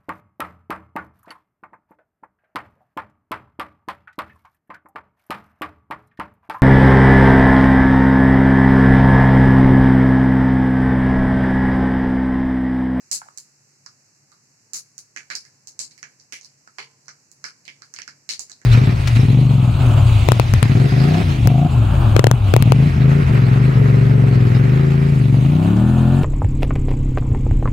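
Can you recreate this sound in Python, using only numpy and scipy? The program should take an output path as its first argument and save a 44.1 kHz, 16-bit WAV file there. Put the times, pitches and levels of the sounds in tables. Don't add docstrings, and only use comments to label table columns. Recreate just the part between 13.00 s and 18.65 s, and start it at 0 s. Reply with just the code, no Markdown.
import sys
import numpy as np
from scipy import signal
from scipy.fft import rfft, irfft, next_fast_len
from scipy.io import wavfile
from scipy.ndimage import uniform_filter1d

SR = 44100
rng = np.random.default_rng(int(sys.argv[2]) if len(sys.argv) > 2 else 0)


def transcribe(u):
    v = np.clip(np.atleast_2d(u).T, -1, 1)
    q = np.round(v * 32767).astype(np.int16)
    wavfile.write(sys.argv[1], SR, q)


N = 249165

SIZE = 16384
HZ = np.maximum(np.arange(SIZE // 2 + 1) * SR / SIZE, 1)
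AGE = np.arange(SIZE) / SR


def seeds(tail_db=1.5):
    # [t/s, snap level/dB, husk f/Hz, brightness/(dB per octave),
    # knock level/dB, pocket f/Hz, held tail level before room and tail gains/dB]
    pops = [(0.1143, 16.5, 7300, 2, -25, 1700, -1), (0.3752, 5.5, 7050, 3, -21, 1520, -16.5),
            (0.8626, 2, 5300, -20, 0, 1300, -36), (1.318, -15, 4060, -7, -11.5, 1260, -11),
            (1.7344, 10, 6500, 4, -9.5, 1510, -0.5), (1.9803, 3, 6360, 3, -17, 1570, -20),
            (2.1631, 3.5, 6350, -17.5, 9, 1730, -11), (2.302, 7.5, 4020, -18, 10.5, 1640, -5.5),
            (2.353, 14, 5200, -7.5, -18, 690, -22), (2.4516, -11.5, 5100, -2, -10.5, 1830, -14),
            (2.6726, 2.5, 6570, -4.5, -23, 840, -14.5), (2.792, 14.5, 7750, -12, -18, 1640, -4),
            (2.9106, -9, 4270, -23, -18.5, 2270, -13), (2.9787, -10, 5000, 0, -11, 2050, -17),
            (3.029, 2, 6300, -26, 7.5, 1680, -24), (3.1991, -9.5, 5570, -21, -32, 1980, -13),
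            (3.324, 4, 6000, -1.5, 7, 2150, -6), (3.412, -3, 6450, -26, -25, 700, -25),
            (3.4467, -3.5, 5100, -9, -26, 1780, -19), (3.6754, -13, 4670, -11, 1, 1340, -49),
            (3.785, 3, 4460, -19, 7, 2130, -5.5), (4.0821, .5, 5670, -26, 2, 1470, -14.5),
            (4.3157, -9, 6800, 9, -34, 1580, -35), (4.4414, 7.5, 5100, -14.5, 8.5, 1520, -8.5),
            (4.6532, -7, 4040, -6, -9.5, 2540, -15), (4.6797, 0, 5000, -37, 7.5, 2200, -24),
            (4.8205, -1, 4530, -17, 1.5, 1450, -32), (4.939, 2.5, 6300, -5, -2.5, 1660, -30),
            (4.9628, 3.5, 4570, -35, -0.5, 2100, -27), (4.9878, 4, 4960, -11, 9.5, 1780, -32),
            (5.0186, 6, 5600, -34, 3, 2250, -51), (5.078, 3.5, 5030, -19, 5.5, 1610, -27),
            (5.2912, 17, 3700, -15, 2.5, 2050, -3), (5.394, 11.5, 6900, -3.5, -14, 775, -13.5),
            (5.4975, -1.5, 7300, -9, -8.5, 1570, -15), (5.517, 6.5, 3850, -24, -17, 800, -41),
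            (5.616, -16.5, 7000, -10, -6.5, 1760, -31)]
    # [t/s, level/dB, f/Hz, room level before tail_db/dB]
    plops = [(.2178, 3.5, 830, -16), (0.2163, 7.5, 1440, -12), (.259, -9, 840, -3), (0.2861, 8, 1190, -18),
             (3.7851, 7.5, 964, -4), (3.784, 5.5, 1460, -4.5), (3.7874, -3.5, 423, -2)]
    # [f/Hz, level/dB]
    port_shadow = [(300, -12), (1200, -0.5), (2200, -10), (5000, -58), (9000, -0.5), (15000, 3)]
    # [f/Hz, level/dB]
    room_left = [(60, -6.5), (200, 7.5), (1100, 4), (2100, -7), (3000, 4.5), (4500, 3), (7500, -4),
                 (10000, 13.5), (15000, -0.5)]
    # [f/Hz, level/dB]
    room_right = [(60, -15), (200, 8.5), (1500, 4.5), (2300, 5.5), (5000, 2), (7500, -4), (15000, 7)]
    room_db_per_hold_db = 0.22
    plop_q = 2.6

    direct = np.array([causal(gain_at(port_shadow, HZ)), np.ones(len(HZ))])
    kitchen = np.array([causal(gain_at(side, HZ)) for side in (room_left, room_right)])
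    echoes = surroundings()

    sounds = []
    for s, *pop, hold_db in pops + faint_pops():
        sounds.append((s, seed(*pop), room_db_per_hold_db * hold_db, hold_db))
    for s, db, hz, room_db in plops:
        sounds.append((s, plop(db, hz, plop_q), room_db, -np.inf))

    out = np.zeros((2, N))
    for s, spectrum, room_db, hold_db in sounds:
        near = direct * rfft(bowl())
        far = undb(room_db + tail_db) * kitchen * rfft(wash(hold_db) + echoes)
        add(out, irfft(spectrum * (near + far)), s)
    return out


def seed(snap_db, husk_hz, bright_db, knock_db, pocket_hz):
    pocket_q = 2.56 * undb(-0.14 * (snap_db - knock_db))
    overtone_db = -9 + 0.57 * max(snap_db, knock_db)
    crack_db = -7 + 0.033 * bright_db
    return burst(snap_db, husk_hz, bright_db, knock_db, pocket_hz, pocket_q, overtone_db, crack_db)


def burst(snap_db, husk_hz, bright_db, knock_db, pocket_hz, pocket_q, overtone_db, crack_db,
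          husk_q=3.12, overtone=1.37, thud_db=-25, thud_hz=1500):
    # [f/Hz, level/dB]
    husk_spectrum = [(100, -23.5), (700, -27), (2500, -16), (3500, -17.5), (4300, -1.5), (7600, 2),
                     (8600, -11.5), (11000, -19), (15500, -27.5)]
    tilt = undb(bright_db * np.clip(np.log2(HZ / 6500), 0, .7))
    crack_and_ring = np.hypot(undb(crack_db), resonance(husk_hz, husk_q))
    snap = undb(snap_db) * gain_at(husk_spectrum, HZ) * tilt * crack_and_ring

    upper_mode = undb(overtone_db) * resonance(overtone * pocket_hz, pocket_q)
    modes = np.hypot(resonance(pocket_hz, pocket_q), upper_mode)
    thud = undb(thud_db) / np.sqrt(1 + (HZ / thud_hz) ** 4)
    knock = undb(knock_db) * np.hypot(modes, thud)
    return causal(np.hypot(snap, knock))


def faint_pops(count=4):
    from_s, spread_db, spread_octaves = 2.4, 4, 0.49
    snap_db, knock_db, hold_db, bright_db_per_octave = -16, -27, -13, -1
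    husk_hz, pocket_hz = 5100, 1600
    times = from_s + (np.arange(count) + rng.random(count)) / count * (N / SR - from_s)
    pops = []
    for s, (size, husk, pocket) in zip(times, rng.standard_normal((count, 3))):
        pops.append((s, snap_db + spread_db * size, husk_hz * 2 ** (spread_octaves * husk),
                     bright_db_per_octave, knock_db + spread_db * size,
                     pocket_hz * 2 ** (spread_octaves * pocket), hold_db))
    return pops


def plop(db, hz, q):
    return causal(undb(db) * resonance(hz, q))


def bowl(scatter_s=0.00074, direct_db=-1.0):
    path = diffuse(SIZE) * AGE * np.exp(-AGE / scatter_s)
    path /= np.linalg.norm(path, axis=1, keepdims=True)
    path[:, 0] += 1
    return undb(direct_db) * path / np.linalg.norm(path, axis=1, keepdims=True)


def wash(hold_db, build_s=(.007, .004), hold_s=0.028, hold_width_s=0.028, hold_side_db=1.5,
         room_t60_s=0.15, late_db=-27, late_t60_s=0.74):
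    room = undb(-60 * AGE / room_t60_s) + undb(late_db - 60 * AGE / late_t60_s)
    build_up = 1 - np.exp(-(AGE / np.array(build_s)[:, None]) ** 2)
    room = room / np.linalg.norm(room) * build_up

    hold = np.exp(-.5 * ((AGE - hold_s) / hold_width_s) ** 2) * (1 - np.exp(-AGE / build_s[0]))
    hold = hold / np.linalg.norm(hold) * undb(hold_db + hold_side_db * np.array([[1], [-1]]))

    clumps = undb(2.5 * unit(uniform_filter1d(rng.standard_normal((2, SIZE)), 50)))
    return diffuse(SIZE) * unit(clumps) * np.hypot(room, hold)


def surroundings(slap_db=-6, ring_db=-3):
    # [delay t/s, left level/dB, right level/dB]
    slaps = [(.0026, -10, -46), (.0052, -49, -56), (.0084, -30, -9), (0.0107, -8, -10.5),
             (0.0155, -53, -14)]
    # [f/Hz, level/dB, t60/s]
    wok_modes = [(456, -57, 0.64), (1032, -61, 0.66), (1702, -45.5, 0.18), (2090, -43, 0.18),
                 (2296, -44.5, 0.23), (4850, -53.5, 0.34), (7150, -55, 0.24), (7380, -55, 0.24)]
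    ring = np.zeros(SIZE)
    for hz, db, t60 in wok_modes:
        ring += undb(db + ring_db - 60 * AGE / t60) * np.sin(2 * np.pi * hz * AGE)
    response = np.array([ring, ring])
    for delay, left_db, right_db in slaps:
        response[:, int(delay * SR)] += undb(slap_db + np.array([left_db, right_db]))
    return response


def simmer(rate=2500, spread_db=1.5, hiss_db=3.0):
    # [f/Hz, level/dB]
    fizz = [(700, -12.5), (1800, -2.5), (2700, -5), (3400, -23.5), (4300, -4), (5800, 2), (7600, 0),
            (8700, -14.5), (11500, -16), (15500, -30.5)]
    level_db, start_db, settle_s = -60.5, 4, 0.36
    sizes = undb(spread_db * np.minimum(rng.exponential(size=N), 7))
    happens = rng.random(N) < rate / SR
    ticks = unit(happens * sizes * rng.choice([-1, 1], N))
    sound = ticks * np.array([[.4], [1]]) + undb(hiss_db) * rng.standard_normal((2, N))
    flicker_db = .5 * walk(40)
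    db = level_db + start_db * np.exp(-np.arange(N) / SR / settle_s) + flicker_db
    return unit(colour(sound, fizz)) * undb(db)


def burner(level_db=3, hum_hz=140.1, hum_width_hz=10.2, hum_db=-4):
    # [f/Hz, level/dB]
    flame = [(25, -32), (55, -19), (80, -18), (105, 3), (140, 1), (190, -2), (300, -4.5), (500, -9),
             (1000, -10.5), (2500, -32), (3500, -48)]
    # [t/s, level/dB]
    flame_strength = [(0.0, -71.5), (2.12, -72.5), (2.94, -69.5), (3.49, -72), (5.65, -69.5)]
    rush = colour(diffuse(next_fast_len(N, True)), flame)[:, :N]
    skirt = [(-3, -60), (-1, -10), (0, 0), (1, -10), (3, -80)]
    hum_band = [(hum_hz + k * hum_width_hz, db) for k, db in skirt]
    hum = colour(rng.standard_normal(N), hum_band)
    flutter_db = .8 * walk(20)
    db = np.interp(np.arange(N) / SR, *np.transpose(flame_strength)) + flutter_db
    return (unit(rush) + undb(hum_db) * unit(hum)) * undb(db + level_db)


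def undb(db):
    return 10 ** (np.asarray(db) / 20)


def unit(x):
    return x / np.sqrt(np.mean(x ** 2))


def gain_at(points, hz):
    f, db = np.transpose(points)
    return undb(np.interp(np.log(np.maximum(hz, 1)), np.log(f), db))


def colour(x, points):
    n = next_fast_len(x.shape[-1])
    gain = gain_at(points, np.arange(n // 2 + 1) * SR / n)
    return irfft(rfft(x, n) * gain, n)[..., :x.shape[-1]]


def causal(gain):
    cepstrum = irfft(np.log(gain + 1e-9))
    cepstrum[1:SIZE // 2] *= 2
    cepstrum[SIZE // 2 + 1:] = 0
    return np.exp(rfft(cepstrum))


def resonance(hz, q):
    return 1 / (1 + (q * (HZ / hz - hz / HZ)) ** 2)


def walk(rate):
    k = max(int(SR / rate), 1)
    steps = np.repeat(rng.standard_normal(N // k + 2), k)
    return 1.3 * uniform_filter1d(uniform_filter1d(steps, k), k)[:N]


def diffuse(size, apart_hz=1100, bass_side_db=-13):
    mid, side = rng.standard_normal((2, size))
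    hz = np.arange(size // 2 + 1) * SR / size
    share = gain_at([(apart_hz / 5, bass_side_db), (apart_hz, 0)], hz)
    difference = share * rfft(side) * np.array([[1], [-1]])
    return irfft((rfft(mid) + difference) / np.hypot(1, share), size)


def add(out, sound, s):
    i = int(s * SR)
    out[:, i:i + SIZE] += sound[:, :max(N - i, 0)]


def scene():
    left, right = seeds() + simmer() + burner()
    lag = 6
    return np.array([np.pad(left, (lag, 0))[:N], right])


def record(dry):
    # [f/Hz, level/dB]
    microphone = [(40, -4), (90, 2.5), (2800, -2.5), (3500, -6), (4050, 0)]
    top_cut = signal.ellip(8, .2, 70, 16000, fs=SR, output="sos")
    return signal.sosfilt(top_cut, colour(dry, microphone))


dry = scene()
out = record(dry)
transcribe(out)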